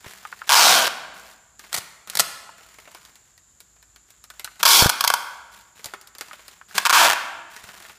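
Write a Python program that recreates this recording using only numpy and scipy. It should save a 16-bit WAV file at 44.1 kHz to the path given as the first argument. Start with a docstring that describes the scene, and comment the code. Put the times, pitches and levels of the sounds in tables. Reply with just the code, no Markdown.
"""Packing tape screeches off a hand dispenser in three pulls, onto a plastic-wrapped parcel on a straw mat.
The glue lets go in stick-slip jerks that ring the stretched strip, lower as it grows longer.
After the first pull the blade tears the tape through. Between pulls hands press and shift the
crackling parcel. A bare room answers; one close microphone hears it all, with a few low thumps."""
import sys
import numpy as np
from scipy import signal
from scipy.io import wavfile
from scipy.ndimage import uniform_filter1d, minimum_filter1d

SR = 44100
rng = np.random.default_rng(int(sys.argv[2]) if len(sys.argv) > 2 else 0)


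def int16_out(signal):
    """Quantize to a 16-bit WAV file."""
    q = np.round(np.clip(np.atleast_2d(signal).T, -1, 1) * 32767)
    wavfile.write(sys.argv[1], SR, q.astype(np.int16))


N = 351918

# Long pulls: start_s, fastest_s, end_s, start_speed_ratio, level_db, rasp_share_db, top_slips_per_s,
# first_ring_hz, last_ring_hz, glide_exponent
PULLS = [(0.551, 0.687, 0.883, 0.97, -12.5, -2.5, 400, 1153, 700, 0.4),
         (4.674, 4.785, 4.872, 0.78, -10, -0.5, 430, 1150, 845, 1.0),
         (6.926, 7.036, 7.105, 0.92, -11, -5, 310, 1260, 700, 1.27)]
# Stutters around the pulls: start_s, slip_count, gap_s, level_db, ring_hz, rasp_share_db
JERKS = [(0.493, 4, .0062, -3.5, 1050, -4), (0.52, 4, .0073, 3, 1120, -3), (4.63, 2, .003, 1, 1230, -2),
         (4.653, 4, .0037, 6, 1200, -1.5), (4.894, 2, .004, -1.5, 930, -2), (5.0079, 1, 0, 0, 1110, -1.5),
         (5.0402, 2, .0068, -1.5, 978, -3.5), (5.076, 1, 0, 3.5, 1050, 1.5), (5.102, 1, 0, 0, 877, -12.5),
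         (5.1386, 1, 0, 0.5, 940, -5), (6.7806, 2, .003, -3, 1100, -1.5), (6.853, 4, .0056, -4.5, 1190, -6),
         (6.896, 3, .0057, -3.5, 1090, -7), (7.1, 4, .0108, -7, 794, -11.5)]
# Glue rasp spectra, one per pull: freq_hz, gain_db
GLUE_1 = [(1200, -9), (1900, 1), (2500, -1), (3300, -1), (4000, 0), (5400, 0), (6500, -3), (8000, -6),
          (10000, -9), (12000, -12), (15300, -13)]
GLUE_2 = [(1200, -16), (1850, -5), (2200, 0), (2800, -6), (3300, 3), (3700, -3), (4500, 1), (5600, -1),
          (6500, -5), (8000, -8), (9300, -9), (11000, -7), (15300, -11)]
GLUE_3 = [(1200, -4), (1800, 1), (2500, 2), (2900, -2), (3350, 0), (3700, -3), (4800, -1), (6200, -4),
          (7600, -4), (8600, -10), (11000, -11), (15300, -14)]


def peeling(thump_db=-37):
    """Three pulls, with stuttering jerks that each carry a faint low thump."""
    out = np.zeros(N)
    add(out, *pull(PULLS[0], GLUE_1, slip_s=.002, click=4.2, jitter=.2, uneven_db=1.0,
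                   squeal=2.0, squeal_from_hz=5100, squeal_to_hz=2850, low_db=-23))
    add(out, *pull(PULLS[1], GLUE_2, slip_s=.0024, click=4.9, jitter=.2, uneven_db=2.5,
                   squeal=0.55, squeal_from_hz=4200, squeal_to_hz=3000, low_db=-23.5))
    add(out, *pull(PULLS[2], GLUE_3, slip_s=.0016, click=8.4, jitter=.18, uneven_db=1.0,
                   squeal=0.59, squeal_from_hz=3500, squeal_to_hz=2210, low_db=-22.5))
    for start_s, slip_count, gap_s, level_db, ring_hz, rasp_share_db in JERKS:
        nearest_pull = np.argmin([abs(start_s - row[0]) for row in PULLS])
        glue = (GLUE_1, GLUE_2, GLUE_3)[nearest_pull]
        add(out, start_s, amp(level_db + thump_db) * thump())
        for k in range(round(slip_count)):
            add(out, start_s + k * gap_s, amp(level_db) * jerk(ring_hz, rasp_share_db, glue))
    return out


# High strip modes: freq_ratio, width_hz, gain_db
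SQUEAL_MODES = [(1, 258.5, -2), (1.36, 319, -9.5)]


def pull(row, glue, slip_s, click, jitter, uneven_db, squeal, squeal_from_hz, squeal_to_hz, low_db):
    """Glue slips drive the strip: louder, denser, brighter with speed; modes sink as it lengthens."""
    start_s, fastest_s, end_s, start_speed, level_db, rasp_share_db, top_rate, *ring_glide = row
    t = np.arange(start_s, end_s, 1 / SR)
    speed = hand_speed(t, start_s, fastest_s, end_s, start_speed)
    drawn = np.cumsum(speed) / speed.sum()
    first_hz, last_hz, exponent = ring_glide
    ring_hz = glide(drawn ** exponent, first_hz, last_hz)
    low_hz = glide(drawn ** exponent, from_hz=785, to_hz=215)  # lowest lengthwise mode
    squeal_hz = glide(drawn, squeal_from_hz, squeal_to_hz) * tension_waver(t)
    slips = stick_slip(top_rate * speed ** 0.6, jitter, uneven_db)
    spray = decay(slips, slip_s) * rng.standard_normal(N)[:len(t)]
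    drive = spray + click * slips
    squealing = sum(amp(db) * resonate(drive, ratio * squeal_hz, width_hz)
                    for ratio, width_hz, db in SQUEAL_MODES)
    rasp = high_pass(colour(drive + squeal * squealing, glue), hz=1100)
    low = high_pass(resonate_twice(drive, low_hz, 280, 380), hz=171)
    ring, rasp, low = (x / envelope(x, samples=900) for x in (strip(drive, ring_hz), rasp, low))
    brightening_db = 0.52 * 20 * np.log10(speed)
    screech = blend(ring, rasp, rasp_share_db + brightening_db) + amp(low_db) * low
    return start_s, amp(level_db) * speed * screech * signal.windows.tukey(len(t), .01)


def hand_speed(t, start_s, fastest_s, end_s, start_speed, end_speed=0.36):
    """Share of full speed: the hand accelerates, then brakes until the tape sticks."""
    rise = np.sin(np.pi / 2 * np.clip((t - start_s) / (fastest_s - start_s), 0, 1))
    fall = np.cos(np.pi / 2 * np.clip((t - fastest_s) / (end_s - fastest_s), 0, 1)) ** 2.3
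    return (start_speed + (1 - start_speed) * rise) * (end_speed + (1 - end_speed) * fall)


def stick_slip(slips_per_s, jitter, uneven_db):
    """One impulse each time the glue lets go, uneven in spacing and size."""
    n = len(slips_per_s)
    gap_noise, size_noise = rng.standard_normal((200, 2)).T
    gaps = np.exp(jitter * gap_noise)
    onsets = np.searchsorted(np.cumsum(slips_per_s) / SR, np.cumsum(gaps) - gaps[0])
    return np.bincount(onsets, amp(uneven_db * size_noise), n + 1)[:n]


def tension_waver(t, depth=0.03, step_s=0.0073):
    """Pitch factor near 1 from unsteady tension."""
    steps = rng.standard_normal(200)
    return 1 + depth * np.interp(t - t[0], step_s * np.arange(len(steps)), steps)


def jerk(ring_hz, rasp_share_db, glue):
    """A single slip rings the strip and rasps."""
    drive = burst(decay_s=0.0026, click=6.3, scatter_db=-25)
    rasp = high_pass(colour(drive, glue), hz=1060)
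    return blend(unit_hit(strip(drive, ring_hz)), unit_hit(rasp), rasp_share_db)


# Stretched strip modes: freq_ratio, width_hz, gain_db
STRIP_MODES = [(1, 406, 0), (1.402, 509, -9)]
# Dispenser and roll modes: freq_hz, width_hz, gain_db
DISPENSER_MODES = [(768, 6.1, -9), (958, 25, 6), (1121, 125, 1), (1382, 130, -2), (1503, 320, -0.5),
                   (2405, 510, -12.5), (3080, 360, -12)]


def strip(drive, ring_hz, shell_db=-2):
    """The taut strip rings like a drumskin and shakes the dispenser; its lows are cut away."""
    skin = sum(amp(db) * resonate_twice(drive, ratio * ring_hz, width_hz, width_hz)
               for ratio, width_hz, db in STRIP_MODES)
    shell = sum(amp(db) * resonate(drive, hz, width_hz) for hz, width_hz, db in DISPENSER_MODES)
    return high_pass(skin + amp(shell_db) * shell, hz=576)


# Blade bites: start_s, length_s, level_db
TEARS = [(1.729, .002, -13.5), (1.742, .008, -11.5), (1.764, .002, -14.5), (1.774, .013, -17.5),
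         (2.099, .002, -17.5), (2.153, .002, -10.5), (2.172, .002, -7), (2.191, .005, -10.5),
         (2.196, .008, -0.5)]
# Splitting tape spectrum: freq_hz, gain_db
TEAR_SPECTRUM = [(71, -85), (120, -24), (176, -12.5), (249, -24.5), (645, -8.5), (987, -7), (1090, -9.5),
                 (1420, -3.5), (1570, -13.5), (2000, -5), (2660, -11), (4330, -4.5), (4990, -7),
                 (8110, -6.5), (15200, -15.5)]


def cutting(tooth_gap_s=.0035):
    """The tape splits tooth by tooth in short runs; the blade rings faintly."""
    out = np.zeros(N)
    for start_s, length_s, level_db in TEARS:
        for delay_s in np.arange(0, length_s, tooth_gap_s):
            split = colour(burst(decay_s=0.0021, click=0.96, scatter_db=-14.5), TEAR_SPECTRUM)
            add(out, start_s + delay_s, amp(level_db) * unit_hit(split))
    return out + amp(3) * resonate(out, hz=1490, width_hz=5)


# Dull taps on the taut tape: start_s, level_db, ring_hz
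PLUCKS = [(0.252, -20, 1210), (0.327, -19.5, 1250), (0.418, -18.5, 1190), (2.492, -28, 910),
          (4.306, -34, 1520), (4.476, -25, 1345), (4.604, -33.5, 1320), (6.312, -25.5, 1360),
          (6.614, -29.5, 1220), (6.711, -31.5, 1520)]


def plucks():
    """Fingers twang the strip without peeling it."""
    out = np.zeros(N)
    for start_s, level_db, ring_hz in PLUCKS:
        drive = high_pass(burst(decay_s=0.0057, click=21.0, scatter_db=-5), hz=613)
        add(out, start_s, amp(level_db) * unit_hit(resonate_twice(drive, ring_hz, 450, 1100)))
    return out


# Clear snaps: creases flipping in the plastic, and between 3.6 and 4.3 s fingers picking at the tape end:
# start_s, level_db, edge_share_db, knock_hz
SNAPS = [(0.044, -30, -10, 900), (1.594, -28.5, -1.5, 1630), (2.786, -31.5, -7, 2130),
         (2.875, -33.5, -17, 635), (2.948, -27, -2.5, 914), (3.051, -33.5, 2, 1570),
         (3.156, -37, -0.5, 2020), (3.378, -39, -1, 1880), (3.604, -31.5, -0.5, 1480),
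         (3.763, -47.5, -5.5, 730), (3.827, -39.5, -2, 1520), (3.961, -35.5, -1.5, 1520),
         (4.105, -37, 3, 1510), (4.24, -31, -1, 1280), (4.302, -28, -1.5, 1450), (4.396, -22, -1, 2160),
         (4.445, -16, -0.5, 1460), (5.844, -20, 0, 1050), (5.858, -19, -0.5, 590),
         (5.937, -19.5, -11, 1220), (6.013, -32, 9, 1090), (6.073, -32, 6, 1260), (6.151, -31, -2, 1215),
         (6.184, -26.5, -0.5, 1780), (6.21, -17.5, -2, 1380), (6.332, -27.5, -5.5, 1480),
         (6.481, -28.5, 0, 1420), (7.564, -26.5, -2.5, 1793), (7.689, -29, -8, 1540),
         (7.851, -31.5, -17, 1630), (7.897, -31.5, -16, 1410)]
# Hand strokes on the parcel, and the tape creaking as it stretches just before each pull (0.466, 4.593, 6.745
# s): start_s, end_s, rustle_db
RUBS = [(0.0, 0.463, -53), (0.056, 0.13, -48), (0.466, 0.493, -39), (1.134, 1.314, -50),
        (1.589, 1.699, -51.5), (1.712, 1.789, -42.5), (2.072, 2.186, -45), (2.562, 3.069, -55.5),
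        (3.085, 3.3, -66.5), (4.076, 4.146, -62), (4.33, 4.586, -59.5), (4.593, 4.63, -37.5),
        (5.514, 5.585, -49.5), (5.75, 5.899, -52.5), (6.185, 6.538, -52.5), (6.681, 6.749, -48),
        (6.745, 6.784, -30), (7.496, 7.916, -49)]


def wrapping(strays_per_s=14, stray_over_rustle_db=16.5):
    """Handled plastic and tape end: clear snaps, plus stray snaps and rustle wherever a hand rubs or the tape
    creaks just before a pull."""
    out = np.zeros(N)
    for start_s, level_db, edge_share_db, knock_hz in SNAPS:
        add(out, start_s, amp(level_db) * crease(edge_share_db, knock_hz))
    for start_s, end_s, rustle_db in RUBS:
        length_s = end_s - start_s
        for when, size, pitch, dullness in rng.random((int(length_s * strays_per_s), 4)):
            snap = crease(edge_share_db=-10.5 * dullness, knock_hz=np.interp(pitch, [0, 1], [550, 2130]))
            level_db = rustle_db + stray_over_rustle_db + size - 0.25
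            add(out, start_s + when * length_s, amp(level_db) * snap)
    return out + rustle(RUBS)


# Snap body and edge spectra: freq_hz, gain_db
BODY_SPECTRUM = [(60, -20), (250, -8.5), (600, -3), (1450, -2), (2500, -2), (5000, -16.5), (15000, -42)]
EDGE_SPECTRUM = [(200, -17), (1500, -15.5), (4000, 0.5), (8000, -2.5), (12000, -5.5), (15500, -10)]


def crease(edge_share_db, knock_hz, knock_db=4, neighbour_db=-14.5):
    """A crease flips or a finger picks at the tape end: sharp edge over a hollow knock of the parcel. Three
    neighbours follow."""
    body = colour(burst(decay_s=0.009, click=2.9, scatter_db=-13.5), BODY_SPECTRUM)
    body = unit_hit(body + amp(knock_db) * resonate(body, knock_hz, width_hz=240))
    edge = unit_hit(colour(burst(decay_s=0.0011, click=0.95, scatter_db=-10.0), EDGE_SPECTRUM))
    snap = blend(body, edge, edge_share_db)
    out = snap.copy()
    for lag, size in rng.random((3, 2)):
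        add(out, 0.0012 + 0.01 * lag, amp(neighbour_db) * size * snap)
    return out


# Rubbed plastic spectrum: freq_hz, gain_db
RUSTLE_SPECTRUM = [(47, -43), (80, -12), (151, -21.5), (197, 3.5), (240, -18.5), (434, -3.5), (484, -12.5),
                   (658, -4), (1620, -0.5), (1770, -2), (3980, -4.5), (15200, -13)]


def rustle(rubs, grains_per_s=900, spread_db=-2.0, grain_s=0.0012, hiss=0.28):
    """Skin and mat rub the plastic, or the stretching tape creaks: tiny crackles over a soft hiss."""
    t = np.arange(N) / SR
    attack_s, release_s = 0.0089, 0.05
    level = np.zeros(N)
    for start_s, end_s, rustle_db in rubs:
        attack = np.clip((t - start_s) / attack_s, 0, 1)
        release = np.exp(-np.maximum(t - end_s, 0) / release_s)
        level += amp(rustle_db) * attack * release
    sizes = amp(spread_db * np.minimum(rng.exponential(1, N), 5))
    onsets = rng.random(N) < grains_per_s / SR
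    grains = unit_rms(decay(sizes * onsets, grain_s))
    return level * unit_rms(colour((grains + hiss) * rng.standard_normal(N), RUSTLE_SPECTRUM))


# Low thumps: start_s, level_db
THUMPS = [(0.065, -28.5), (1.784, -30), (2.199, -33), (4.824, -2.5), (4.86, -1), (5.859, -34),
          (7.642, -35.5)]


def thumps():
    """Short, dull puffs of air or bumps on the microphone."""
    out = np.zeros(N)
    for start_s, level_db in THUMPS:
        add(out, start_s, amp(level_db) * thump())
    return out


# Low thump spectrum: freq_hz, gain_db
THUMP_SPECTRUM = [(20, -4.5), (50, -5), (90, 1.5), (170, -4), (300, -13), (550, -9.5), (1000, -36),
                  (4000, -46)]


def thump():
    """One short, dull, low pulse."""
    return unit_hit(colour(burst(decay_s=0.0081, click=68.0, scatter_db=-34.0), THUMP_SPECTRUM))


# Room decay: freq_hz, t60_s
ROOM_DECAY = [(100, 0.62), (180, 1.6), (300, 1.27), (1000, 1.077), (2500, 0.97), (5000, 0.77), (9000, 0.72),
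              (15000, 0.55)]
# Reflection spectrum: freq_hz, gain_db
ROOM_SPECTRUM = [(60, -18.5), (175, 4), (300, 0.5), (500, 0), (900, 2), (1600, 5), (3500, 0.5),
                 (8000, -1.5), (15000, -1.5)]


def room(x, build_s=0.0051, tail_s=1.4):
    """Dense reflections build up and die away, treble first."""
    hz, t, noise = signal.stft(rng.standard_normal(int(tail_s * SR)), SR, nperseg=256)
    level_db = value_at(ROOM_SPECTRUM, hz)[:, None] - 60 * t / value_at(ROOM_DECAY, hz)[:, None]
    build_up = 1 - np.exp(-t / build_s)
    tail = signal.istft(noise * amp(level_db) * build_up, SR, nperseg=256)[1]
    return signal.fftconvolve(x, tail / np.linalg.norm(tail))[:N]


# Noise floor spectrum: freq_hz, gain_db
HISS_SPECTRUM = [(18, -29), (30, -12), (66, 0), (102, -2.5), (570, -16.5), (1090, -12.5), (1700, -13),
                 (2330, -19.5), (3630, -17), (5220, -17.5), (5800, -18.5), (7140, -1.5), (8570, -20),
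                 (12300, -21.5), (15200, -36)]


def background(hiss_db=-60, whine_hz=7200, whine_db=-63.5, hum_hz=55, hum_db=-72.5):
    """Faint hiss, a narrow band of high hiss and a low hum."""
    hiss = unit_rms(colour(rng.standard_normal(N), HISS_SPECTRUM))
    whine = unit_rms(resonate_twice(rng.standard_normal(N), whine_hz, 600, 600))
    hum = unit_rms(resonate_twice(rng.standard_normal(N), hum_hz, 4, 4))
    return amp(hiss_db) * hiss + amp(whine_db) * whine + amp(hum_db) * hum


def burst(decay_s, click, scatter_db):
    """A click, a spray of tiny fractures and a faint scatter from things nearby."""
    t = np.arange(2600) / SR
    spray = rng.standard_normal(len(t)) * (np.exp(-t / decay_s) + amp(scatter_db) * np.exp(-t / 0.011))
    spray[0] += click
    return spray


def resonate(x, hz, width_hz):
    """Unity-gain resonance; hz may be a curve."""
    carrier = np.exp(2j * np.pi * np.cumsum(hz * np.ones(len(x))) / SR)
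    pole = np.exp(-np.pi * width_hz / SR)
    return 2 * (carrier * signal.lfilter([1 - pole], [1, -pole], x / carrier)).real


def resonate_twice(x, hz, first_width_hz, second_width_hz):
    return resonate(resonate(x, hz, first_width_hz), hz, second_width_hz)


def colour(x, spectrum):
    """Minimum-phase filter with the given spectrum."""
    hz = abs(np.fft.fftfreq(4096, 1 / SR))
    log_gain = np.log(amp(value_at(spectrum, hz)))
    taps = np.fft.ifft(np.exp(signal.hilbert(log_gain).conj())).real[:2048]
    return signal.fftconvolve(x, taps)[:len(x)]


def high_pass(x, hz):
    return signal.sosfilt(signal.butter(2, hz, "high", fs=SR, output="sos"), x)


def decay(impulses, decay_s):
    return signal.lfilter([1], [1, -np.exp(-1 / (decay_s * SR))], impulses)


def glide(progress, from_hz, to_hz):
    return from_hz * (to_hz / from_hz) ** progress


def blend(dull, bright, bright_share_db):
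    """Equal-power mix."""
    share = np.clip(amp(bright_share_db) ** 2, .03, .93)
    return np.sqrt(1 - share) * dull + np.sqrt(share) * bright


def envelope(x, samples):
    """Running rms."""
    return np.sqrt(abs(uniform_filter1d(x ** 2, samples, mode="constant")) + 1e-14)


def unit_hit(x):
    """Peak near 1, taken as three times the loudest 4 ms rms."""
    return x / (3 * envelope(x, samples=176).max())


def unit_rms(x):
    return x / np.sqrt(np.mean(x ** 2) + 1e-20)


def amp(db):
    return 10 ** (np.asarray(db) / 20)


def value_at(points, hz):
    freq_hz, values = np.transpose(points)
    return np.interp(np.log(hz + 1), np.log(freq_hz + 1), values)


def add(mix, start_s, sound):
    part = mix[max(round(start_s * SR), 0):][:len(sound)]
    part += sound[:len(part)]


def scene():
    """Tape, blade and wrapping stir the room; plucks and thumps stay dry. Mono on two channels."""
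    tape, blade, plastic = peeling(), cutting(), wrapping()
    echo = room(amp(-14.0) * tape + amp(-13.5) * blade + amp(-15) * plastic)
    mono = tape + blade + plastic + plucks() + thumps() + echo + background()
    return np.array([mono, mono])


def record(dry, cutoff_hz=15450):
    """Fast limiter at full scale, then a steep low-pass."""
    gain = 1 / np.maximum(abs(dry).max(0), 1)
    limited = dry * uniform_filter1d(minimum_filter1d(gain, size=61), size=61)
    low_pass = signal.firwin(601, cutoff_hz, window=("kaiser", 8), fs=SR)
    return signal.oaconvolve(limited, low_pass[None], "same")


dry = scene()
out = record(dry)
int16_out(out)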